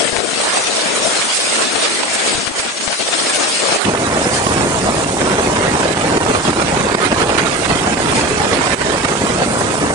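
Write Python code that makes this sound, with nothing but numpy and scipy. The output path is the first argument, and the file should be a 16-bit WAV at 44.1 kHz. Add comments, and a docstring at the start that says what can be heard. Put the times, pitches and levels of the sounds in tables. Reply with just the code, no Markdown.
"""Thin, gusty air tears at each port of a two-port microphone, over the hiss of steel runners on ice.
The microphone rides just behind the slider's helmet as a sled races down an ice track.
Just before 4 s a deep, fluttering buffet of large eddies swallows both ports, thudding and ripping;
from then on the runners only break through in a few short scrapes."""
import sys
import numpy as np
from scipy import signal
from scipy.fft import rfft, irfft, next_fast_len
from scipy.io import wavfile
from scipy.ndimage import uniform_filter1d

SR = 44100
rng = np.random.default_rng(int(sys.argv[2]) if len(sys.argv) > 2 else 0)


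def store_pcm(level_fs):
    """Save levels as 16-bit WAV."""
    pcm = np.round(np.clip(level_fs, -1, 1) * 32767).astype(np.int16)
    wavfile.write(sys.argv[1], SR, np.atleast_2d(pcm).T)


N = 438354
GLIDE_END_S, BLAST_START_S = 3.775, 3.85
# Bands in which noise is brought to unit level, lower and upper edge in Hz.
BODY_BAND, BUFFET_BAND, TEAR_BAND, ICE_BAND = (150, 1500), (60, 1500), (1300, 4000), (6000, 9700)

# Air rips across the right port and the flow collapses behind it.
# Each row: time in seconds, level in dB, length in seconds, lift of the blast in dB, collapse in dB.
RIPS = [(3.849, -10.5, 0.016, 3, 1), (3.954, -19, 0.01, -1, -4), (3.975, -15.5, 0.0094, -5, -0.5),
        (4.469, -19, .01, 3.5, -2), (5.042, -19, .01, 0, -3), (5.653, -20, 0.051, 1.5, -1),
        (5.929, -18, 0.013, -7, -4), (6.173, -27, 0.01, 6, -10), (6.306, -24, 0.015, 4, -1.5),
        (6.533, -29, 0.0047, 4, -4.5), (6.621, -21, 0.013, 2, -4), (6.885, -32, 0.033, -0.5, -2),
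        (6.917, -20, 0.015, 4, -1), (6.948, -16, 0.0099, 5, -9), (7.021, -18, 0.015, -0.5, -0.5),
        (7.056, -14.5, 0.04, 3, -5), (7.12, -27, 0.013, 3, -2), (7.219, -21, 0.038, 4.5, -3),
        (7.289, -23, 0.012, 0, 0.5), (7.389, -10, 0.022, 1.5, -0.5), (7.468, -14.5, 0.023, -2, 0),
        (7.656, -16, 0.021, 2, -4), (7.936, -24, 0.016, 1, -9), (7.988, -25, .012, -2, -2),
        (8.1, -17, 0.044, 0, -1), (8.421, -17, .01, 4, 0.5), (8.678, -30, 0.016, 2, -2),
        (8.731, -15.5, 0.028, 1, -11), (9.051, -12.5, .0085, 6, -4), (9.086, -20, 0.009, 6, 2.5)]
# The heaviest thuds of the buffet.
# Each row: time in seconds, change in dB, length in seconds, suction at its heart in dB.
THUDS = [(3.889, 4, .012, -12), (4.173, 3.5, 0.022, -7), (4.27, 1.5, 0.017, -4), (4.521, 2, 0.013, -7),
         (4.614, 1.5, 0.05, -9), (4.763, -3, .014, -4), (4.87, 1.5, 0.052, -10), (5.215, 3.5, 0.015, -3),
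         (5.276, 1, 0.017, -4), (5.388, 3.5, .016, -13), (5.593, 2.5, 0.026, -3), (5.838, 1.5, .014, -12),
         (6.355, 4, .014, -8), (6.482, 6, 0.016, -11), (6.773, 5.5, 0.012, -5), (7.128, 5, .006, -4.5),
         (7.163, -2, 0.013, -3), (7.219, 1, .006, -12), (7.265, -4, .005, -11), (7.393, -2, .008, -11),
         (7.704, 5.5, 0.016, -10), (8.004, 3, 0.022, -4), (8.176, 2, 0.053, -11), (8.533, 5.5, 0.012, -12),
         (9.431, 4.5, .024, -14), (9.614, 3.5, 0.019, -8), (9.84, 2.5, .04, -5)]
# Tight vortices that hit both ports. Each row: time in seconds, level in dB, pitch in Hz.
SMACKS = [(3.95, -4, 650), (4.103, -8, 700), (5.1694, -5.5, 620), (5.947, -7, 900), (5.987, -12, 700),
          (6.2637, -1, 700), (6.5305, -6, 800), (6.8995, -3, 800), (6.9498, -4, 600), (7.003, -13, 700),
          (7.051, -5, 900), (7.283, -8, 800), (7.3675, -8, 700), (7.4467, -7, 900), (8.416, -7, 900),
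          (8.961, -7, 800), (9.154, -6, 700)]
# Air sizzling, tearing and hissing at a port. Each row: frequency in Hz, spectral level in dB.
SIZZLE_COLOUR = [(150, -30), (600, -8.5), (1300, 0), (2500, 0.5), (4000, -2.5), (6000, -10), (7000, -10),
                 (9500, -10.5)]
TEAR_COLOUR = [(20, -8), (100, -15.5), (250, -16), (500, -7.5), (950, 1.5), (1500, 0.5), (2500, -2.5),
               (4000, -8), (6000, -12.5), (9500, -23)]
HISS_COLOUR = [(500, -21), (2000, -4.5), (4000, -4.5), (5600, -3.5), (7500, -0.2), (9500, 0.5)]


def blast():
    """Large eddies press on both ports, the right one first; small ones tear at each port alone."""
    # The full wind. Each row: time in seconds, then buffet, tearing and hiss levels in dB.
    wind_levels = [(3.88, -16.5, -23, -25), (4.46, -17, -23.5, -21), (4.97, -17, -24.5, -23.5),
                   (5.15, -20, -30, -22.5), (5.2, -16.5, -21, -24.5), (7.47, -18, -17.5, -26),
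                   (7.52, -19.5, -19, -23.5), (8.2, -17.5, -18.5, -25), (8.33, -19.5, -19, -25),
                   (8.71, -18, -16.5, -24.5), (8.84, -19, -18, -25.5), (9.44, -18, -21.5, -24),
                   (9.54, -16.5, -37, -22.5), (9.65, -19, -21, -23.5), (9.92, -17, -34, -24.5)]
    # The buffet lets go for a moment. Each row: time in seconds, change in dB, length in seconds.
    slacks = [(3.925, -2, 0.017), (5.158, -2, .016), (6.252, -1, .014), (6.425, -9, 0.024),
              (6.518, -7, .01), (6.908, -4, 0.016), (6.936, -4, .012), (7.095, -1.5, .025), (7.26, 0, .018),
              (7.373, -5, .008), (7.58, -1, 0.017), (8.79, -3.5, 0.051), (9.0, -2.5, 0.04)]
    # Early jets graze the right port. Each row: time in seconds, level in dB, length in seconds.
    jets = [(0.763, -19, .025), (1.355, -14.5, .05), (1.458, -31, .025), (2.145, -17, 0.027),
            (2.262, -21, 0.04), (2.583, -24.5, 0.06)]
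    # Large eddies, churn at the left port, rips. Each row: frequency in Hz, spectral level in dB.
    buffet_colour = [(15, -22.5), (40, -16.5), (80, -2.5), (170, -1), (300, 0.5), (450, -1.5), (700, -1.5),
                     (1000, -4), (2000, -11.5), (4000, -31), (9000, -27)]
    churn_colour = [(20, -17), (90, -8), (200, -12), (450, 8), (700, 1.5), (1100, 0.5), (2000, -3.5),
                    (3200, -8.5), (5000, -13.5), (9500, -20.5)]
    rip_colour = [(150, -25), (600, -17), (1200, 3.5), (2500, -2), (4000, -6), (6000, -16.5), (9500, -9.5)]
    lee_hz, lee_lag_s = 900, 0.00008
    hush_db, hush_s = -4, 0.007  # a dip just ahead of each smack

    buffet_db, tear_db, hiss_db = curves(wind_levels)
    hushes_db = swells([(s - 0.5 * hush_s, hush_db, hush_s) for s, _, _ in SMACKS])
    drop_db = collapses() + swells(slacks) + hushes_db
    lift_db = swells([(s, db, length) for s, _, length, db, _ in RIPS])
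    push_db = thuds() + drop_db + lift_db + 1.27 * flutter(19, 70)
    eddies = flutter(110, 450)
    buffet = amp(buffet_db + push_db - 0.47) * rush(buffet_colour, BUFFET_BAND, 2.45 * eddies)
    buffet += amp(0.5 * drop_db) * vortices()

    # The left port lies in the lee: the same pressure arrives duller and a moment later.
    lee = lowpass(np.interp(clock() - lee_lag_s, clock(), buffet), lee_hz)
    churn_eddies_db = 2.2 * eddies + 1.1 * flutter(40, 900)
    churn = amp(buffet_db + push_db - 7.0) * rush(churn_colour, BUFFET_BAND, churn_eddies_db)
    # In the last curve the lee deepens and the churn loses some treble.
    churn += 0.33 * onset(9.2, 0.15) * (lowpass(churn, hz=1100) - churn)

    tear_gain = amp(tear_db + 0.88 * push_db + 0.5 * flutter(3.7, 16) - 2.5)
    tear = tear_gain * rush(TEAR_COLOUR, TEAR_BAND, 2.0 * eddies + 0.77 * flutter(25, 300))
    flaps_db = 2 * flutter(70, 250) - 1.0  # each rip is chopped into quick flaps
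    tear += bursts([row[:3] for row in RIPS]) * rush(rip_colour, TEAR_BAND, flaps_db)
    ports = np.array([lee + churn, amp(-0.53) * buffet + tear]) + roar(push_db)
    ports *= onset(BLAST_START_S, 0.0074)

    # The hiss sags when the flow drops but does not grow in the thuds.
    hiss_gain = amp(hiss_db + 0.5 * drop_db - 0.1) * onset(GLIDE_END_S, 0.012) + bursts(jets)
    ports[1] += hiss_gain * rush(HISS_COLOUR, ICE_BAND, 0.89 * flutter(3.8, 200))
    return ports


def thuds(small_per_s=9, small_db=2, small_s=0.014):
    """Short lurches of the buffet in dB: the heavy ones, and small rises at random."""
    times = np.flatnonzero(rng.random(N) < small_per_s / SR) / SR
    return swells([row[:3] for row in THUDS] + [(s, small_db, small_s) for s in times])


def collapses(recover_s=0.0091):
    """The change in dB as the flow collapses behind each rip: quick to fall, slower to recover."""
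    drop_db = np.zeros(N)
    age = np.maximum(np.arange(-SR // 5, SR // 5) / SR, 0) / recover_s
    for s, _, length, _, db in RIPS:
        add(drop_db, s + 0.58 * length, db * age * np.exp(1 - age))
    return drop_db


def vortices(base_hz=400, small_per_s=45, small_db=-15.5):
    """Kicks of suction: a strong one in every heavy thud, and small vortices shed all the time."""
    track = np.zeros(N)
    for s, _, _, db in THUDS:
        add(track, s, amp(db) * suction(base_hz * rng.uniform(0.64, 2.0)))
    chance, pitch, size = rng.random((3, N))
    for i in np.flatnonzero(chance < small_per_s / SR):
        kick = suction(base_hz * (0.5 + 1.5 * pitch[i]))
        add(track, i / SR, amp(small_db) * (0.5 + size[i]) * kick)
    return track


def suction(hz):
    """A vortex core passing the port: one dip in pressure between two soft shoulders."""
    phase = np.pi * hz * np.arange(-SR // 100, SR // 100) / SR
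    return (2 * phase ** 2 - 1) * np.exp(-phase ** 2)


def smacks(left_lag_s=0.00015):
    """Tight vortices swing the pressure down, then up, reaching the right port first."""
    ports = np.zeros((2, N))
    t = np.arange(-SR // 100, SR // 100) / SR
    for s, db, hz in SMACKS:
        phase = 2 * np.pi * hz * t
        swing = amp(db) * phase * np.exp(0.5 * (1 - phase ** 2))
        add(ports[0], s + left_lag_s, amp(-2.0) * swing)
        add(ports[1], s, swing)
    return ports


def roar(push_db):
    """Wide, throbbing eddies that boom at both ports, rising and falling with the buffet."""
    # The roar under the buffet. Each row: time in seconds, level in dB.
    roar_levels = [(3.9, -38), (4.3, -29), (4.5, -29), (4.61, -22.5), (4.72, -24), (5.1, -30), (5.27, -26),
                   (5.38, -29), (5.9, -31), (6.7, -25), (7.7, -29.5), (8.15, -24.5), (9.1, -30),
                   (9.9, -25.5)]
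    # Its deep colour. Each row: frequency in Hz, spectral level in dB.
    roar_colour = [(20, -14), (55, -3.5), (110, -3.5), (200, 0), (320, -0.5), (450, 1.5), (900, -30),
                   (4000, -60)]
    eddies_db = 2.8 * flutter(25, 160)
    shared, left, right = (rush(roar_colour, BUFFET_BAND, eddies_db) for _ in range(3))
    return amp(curves(roar_levels)[0] + push_db - 2.5) * (shared + amp(-2) * np.array([left, right]))


def thin_air():
    """The stream blows on the two ports separately until the buffet takes over."""
    # The stream at each port. Each row: time in seconds, level in dB.
    left_stream = [(0.0, -12.5), (0.23, -20), (1.19, -18.5), (1.32, -24), (1.84, -19), (2.11, -21.5),
                   (2.28, -16), (2.55, -25.5), (3.2, -20.5), (3.53, -22), (3.76, -12.5)]
    right_stream = [(0.0, -37), (0.24, -50), (0.49, -14), (0.68, -29.6), (0.79, -22), (1.45, -24.5),
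                    (1.52, -19), (2.3, -24.5), (2.51, -35), (2.58, -23), (2.84, -30), (3.09, -35),
                    (3.2, -25), (3.27, -23.5), (3.56, -25.5), (3.84, -15.5)]
    # Gusts and lulls at the left port. Each row: time in seconds, change in dB, length in seconds.
    gusts = [(.11, -9, 0.017), (.165, 1.5, .03), (.32, 2.5, 0.056), (.89, 2.5, 0.13), (1.05, 1.5, 0.066),
             (1.61, 3, 0.038), (1.76, 5, 0.044), (2.39, 4, 0.024), (2.53, -7, 0.017), (2.74, -5, 0.073),
             (2.93, 1, 0.023), (2.97, -8, 0.03), (3.01, 6, 0.032), (3.41, 5.5, 0.11)]
    # The right port drops out of the stream. Each row: time in seconds, change in dB.
    lulls = [(1.07, -4), (1.68, -3.5), (1.74, -12.5), (2.44, -9), (2.76, -13), (2.88, -16), (3.01, -15)]
    # Air hoots across the left port's mouth. Each row: time in seconds, level in dB, length in seconds.
    hoots = [(1.06, -20, 0.074), (2.653, -24, 0.025), (3.138, -18, 0.029)]
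    # The air at each port and the hollow hoot. Each row: frequency in Hz, spectral level in dB.
    left_colour = [(20, -35), (45, -28), (90, -20), (140, -11), (215, -3.5), (320, -1), (480, -0.5),
                   (650, 0), (1000, -8.5), (1500, -10.5), (3000, -18), (9000, -42)]
    right_colour = [(20, -27), (90, -22), (170, -13), (300, -5.5), (450, 0.5), (800, 0), (1500, -4),
                    (3000, -16), (9000, -44)]
    hoot_colour = [(300, -17), (480, -6), (660, 8), (850, -5), (1400, -24)]
    lull_s, hiss_db = 0.063, -39

    left_db = curves(left_stream)[0] + swells(gusts)
    right_db = curves(right_stream)[0] + swells([(s, db, lull_s) for s, db in lulls])
    left = port_air(left_db, left_colour, gusty_db=0.76, rough_db=2.0,
                    body_db=-1.07, sizzle_db=-11.5, follow=0.73)
    right = port_air(right_db, right_colour, gusty_db=1.0, rough_db=1.5,
                     body_db=-3.0, sizzle_db=-8.5, follow=0.71)
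    left += bursts(hoots) * rush(hoot_colour, BODY_BAND)
    right += amp(hiss_db) * rush(HISS_COLOUR, ICE_BAND, flutter(5, 200))
    shelter = amp(-16 * onset(GLIDE_END_S, 0.007))  # the left port falls briefly into still air
    return np.array([left * shelter, right]) * (1 - onset(BLAST_START_S, 0.0096))


def port_air(stream_db, colour, gusty_db, rough_db, body_db, sizzle_db, follow):
    """Turbulence at one port: a body that follows the stream and a sizzle that follows it less."""
    level_db = stream_db + gusty_db * flutter(2.7, 33)
    eddies = flutter(25, 400)
    body = amp(level_db + body_db) * rush(colour, BODY_BAND, rough_db * eddies)
    sizzle = amp(sizzle_db + follow * level_db) * rush(SIZZLE_COLOUR, TEAR_BAND, 1.2 * eddies)
    return body + sizzle


def jolts(tick_s=0.0024):
    """Right on the microphone: slaps and rasps of air, dull knocks and sharp ticks on the housing."""
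    # Single eddies slap one port. Each row: time in seconds, level in dB, rough pitch in Hz, port.
    slaps = [(.403, -5.5, 690, "right"), (.479, -7, 550, "right"), (.573, -1.5, 820, "right"),
             (.8, -18, 695, "right"), (1.004, -11, 550, "right"), (1.166, -10, 400, "right"),
             (1.391, -8.5, 495, "left"), (1.528, -9.5, 550, "right"), (1.574, -15, 385, "right"),
             (1.758, -6, 630, "left"), (1.829, -7, 550, "right"), (2.035, -4, 700, "right"),
             (2.278, -8, 500, "right"), (2.553, -14, 700, "right"), (2.653, -15, 446, "left"),
             (2.667, -12, 660, "right"), (2.81, -20, 750, "right"), (2.928, -10, 810, "left"),
             (3.089, -6, 447, "right"), (3.188, -13, 500, "left"), (3.269, -9, 550, "right"),
             (3.761, -4, 766, "right")]
    # Knocks at the left port. Each row: time in seconds, level in dB.
    knocks = [(0.129, -31), (0.187, -33), (2.353, -29), (2.381, -32), (2.476, -32), (2.514, -35),
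              (2.598, -33), (2.878, -28)]
    # Rasps in the thin stream. Each row: time in seconds, level in dB, length in seconds, port.
    rasps = [(0.046, -17, 0.007, "left"), (0.075, -22, 0.014, "left"), (0.964, -27, .012, "right"),
             (1.156, -22, 0.013, "left"), (1.22, -22, .03, "right"), (1.633, -25, .04, "right"),
             (1.853, -19, .03, "right"), (2.65, -29, 0.041, "left"), (2.881, -22.5, .018, "left"),
             (1.76, -17, 0.0095, "left"), (2.034, -19.5, .01, "right"), (2.475, -21, 0.021, "left"),
             (2.597, -24, 0.013, "left"), (2.601, -23, .012, "right"), (2.695, -24.5, 0.02, "left"),
             (2.809, -26, 0.016, "right"), (2.926, -26, 0.015, "left"), (2.935, -23, .012, "right"),
             (3.02, -24, 0.014, "left"), (3.08, -22, .012, "right"), (3.135, -18, 0.02, "left")]
    # Ticks like ice chips striking the left port. Each row: time in seconds, level in dB.
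    ticks = [(.166, -8), (.173, -14), (2.879, -11), (2.886, -17), (2.929, -15)]
    ports = np.zeros((2, N))
    for s, db, hz, port in slaps:
        add(ports[int(port == "right")], s, amp(db + 0.5) * puff(hz, decay_s=0.0011))
    for s, db in knocks:
        add(ports[0], s, amp(db + 14.0) * puff(hz=85, decay_s=0.0015))
    for track, side in zip(ports, ("left", "right")):
        rasp_gain = amp(3.5) * bursts([(s, db, length) for s, db, length, port in rasps if port == side])
        track += rasp_gain * rush(SIZZLE_COLOUR, TEAR_BAND, 1.5 * flutter(60, 400))
    ports[0] += bursts([(s, db, tick_s) for s, db in ticks]) * rush(TEAR_COLOUR, TEAR_BAND)
    return ports


def puff(hz, decay_s):
    """A short pressure kick swinging at roughly hz, centred in its window; peak 1."""
    t = np.arange(-SR // 20, SR // 20) / SR
    swing = np.sin(2 * np.pi * hz * rng.uniform(0.75, 1.34) * t + rng.uniform(0, 2 * np.pi))
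    kick = swing * np.exp(-abs(t) / decay_s)
    return kick / abs(kick).max()


def runners():
    """Steel on ice: a gritty grinding that fills the track; a bright hiss, the same in both channels."""
    # The runners gliding. Each row: time in seconds, level in dB.
    glide_levels = [(0.0, -22.5), (0.25, -27), (0.31, -24.5), (1.63, -22), (1.75, -24.5), (1.84, -23),
                    (2.09, -27), (2.15, -23.5), (2.28, -21.5), (2.55, -31.5), (2.78, -29), (2.84, -25.5),
                    (3.07, -25), (3.14, -23), (3.76, -22)]
    # The runners skidding. Each row: time in seconds, level in dB, length in seconds.
    skids = [(0.04, -41, .07), (2.59, -29, 0.037), (0.565, -30, .03), (1.083, -32, 0.056), (1.84, -31, .04),
             (3.19, -41, 0.08), (3.355, -27, 0.03), (3.414, -36, 0.037), (4.232, -30, 0.029),
             (4.358, -22.5, 0.058), (4.99, -30.5, 0.065), (6.44, -31, .064), (8.179, -24.5, 0.087)]
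    # The right port is shaded from the grinding at first. Each row: time in seconds, change in dB.
    shade = [(0.0, -3.5), (0.22, -7), (0.3, 0), (0.38, -4), (0.43, -1)]
    # The grinding and the hiss of the steel. Each row: frequency in Hz, spectral level in dB.
    grind_colour = [(100, -42), (350, -14.5), (1200, -3.5), (2500, -5), (4000, -3), (5300, -2), (6200, -9),
                    (7500, -9.5), (9700, -7.5)]
    steel_colour = [(1000, -33), (4500, -23), (6000, -2.5), (6600, -1), (7500, 0), (8600, 2), (9700, 1)]
    glide_gain = amp(curves(glide_levels)[0]) * (1 - onset(GLIDE_END_S, 0.01))
    chatter_db = 0.65 * flutter(3.4, 200)  # the ice is never quite smooth
    grind = np.array([amp(port_db) * rush(grind_colour, TEAR_BAND, chatter_db) + amp(-4) * grit()
                      for port_db in (-2.5, -3.3)])
    grind *= amp(1.5 * flutter(4.6, 50))  # the steel bites in short surges
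    grind[1] *= amp(curves(shade)[0])
    hiss = amp(-2.5) * rush(steel_colour, ICE_BAND, chatter_db + 0.95 * flutter(3, 30))
    return (glide_gain + bursts(skids)) * (grind + hiss)


def grit(grains_per_s=900, spread_db=3, band_hz=(1600, 5200)):
    """Ice grains crack as they are crushed under the steel; unit level."""
    size = amp(-np.minimum(rng.exponential(1, N), spread_db)) * rng.choice([-1, 1], N)
    cracks = size * (rng.random(N) < grains_per_s / SR)
    crackle = signal.lfilter(*signal.butter(2, band_hz, "bandpass", fs=SR), cracks)
    return crackle / crackle.std()


def shift_colour(ports, narrow_db, broad_db):
    """The colour of the noise shifts in short random patches, narrow and broad."""
    hz, _, spectra = signal.stft(ports, SR, nperseg=1024, noverlap=768)

    def patches(bins, frames):
        field = rng.standard_normal(spectra.shape[:0:-1]).T
        field = uniform_filter1d(uniform_filter1d(field, bins, 0), frames, 1)
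        return field / field.std()

    upper = (hz / (hz + 350))[:, None]  # the narrow patches are stronger higher up
    gain = amp(narrow_db * upper * patches(bins=3, frames=7) + broad_db * patches(bins=12, frames=11))
    gain /= np.sqrt(np.mean(gain ** 2, axis=1, keepdims=True))
    return signal.istft(spectra * gain, SR, nperseg=1024, noverlap=768)[1][:, :N]


def rush(colour, band, eddies_db=0):
    """Noise broken into eddies, then coloured; unit level inside the band."""
    count = next_fast_len(N, True)
    hz = np.fft.rfftfreq(count, 1 / SR)
    colour_hz, colour_db = np.transpose(colour)
    spectrum = rfft(rng.standard_normal(N) * amp(eddies_db), count)
    spectrum *= amp(np.interp(np.log(hz + 1), np.log(colour_hz), colour_db))
    inside = (hz > band[0]) & (hz < band[1])
    band_power = 2 * np.sum(abs(spectrum[inside]) ** 2) / (N * count)
    return irfft(spectrum, count)[:N] / np.sqrt(band_power)


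def flutter(slow_hz, fast_hz):
    """Random unsteadiness of unit size between two rates."""
    count = next_fast_len(N // 8)
    hz = np.fft.rfftfreq(count, N / count / SR)
    weight = hz ** 2 / (hz ** 2 + slow_hz ** 2) / np.sqrt(hz + slow_hz) / (1 + (hz / fast_hz) ** 2)
    wobble = irfft(rfft(rng.standard_normal(count)) * weight, count)
    return np.interp(np.arange(N), np.linspace(0, N, count), wobble / wobble.std())


def swells(rows):
    """Smooth bumps. Each row: centre in seconds, height, length at half height in seconds."""
    track = np.zeros(N)
    for s, height, length in rows:
        add(track, s, height * np.hanning(max(int(2 * length * SR), 3)))
    return track


def bursts(rows):
    """Swells of gain out of silence, their heights given in dB."""
    return swells([(s, amp(db), length) for s, db, length in rows])


def add(track, s, sound):
    """Adds a short sound, centred on s seconds."""
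    start = round(s * SR) - len(sound) // 2
    part = track[max(start, 0):max(start + len(sound), 0)]
    part += sound[max(-start, 0):][:len(part)]


def curves(rows):
    """Each column after the times, joined by straight lines."""
    s, *columns = np.transpose(rows)
    return [np.interp(clock(), s, column) for column in columns]


def onset(s, length):
    """A smooth rise from 0 to 1 around s seconds."""
    return 0.5 + 0.5 * np.tanh((clock() - s) / length)


def lowpass(sound, hz):
    """Gently dulls a sound above hz."""
    return signal.lfilter(*signal.butter(1, hz, fs=SR), sound)


def amp(db):
    """Decibels to gain."""
    return np.exp(np.asarray(db) * (np.log(10) / 20))


def clock():
    """The time of every sample in seconds."""
    return np.arange(N) / SR


def scene():
    """Wind, runners and jolts at the left and right ports, just behind the helmet."""
    breeze = shift_colour(thin_air(), narrow_db=3.5, broad_db=1.1)
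    ice = shift_colour(runners(), narrow_db=4.0, broad_db=1.35)
    wind = shift_colour(blast(), narrow_db=3.5, broad_db=0.55)
    return breeze + ice + wind + smacks() + jolts()


def record(dry):
    """The strongest peaks are rounded off, then the top of the treble is cut away."""
    ceiling, edge_hz = 1.05, 9850
    rounded = ceiling * np.tanh(amp(0.55) * dry / ceiling)
    band_limit = signal.firwin(701, edge_hz, window=("kaiser", 9), fs=SR)
    return signal.oaconvolve(rounded, band_limit[None], "same")


dry = scene()
out = record(dry)
store_pcm(out)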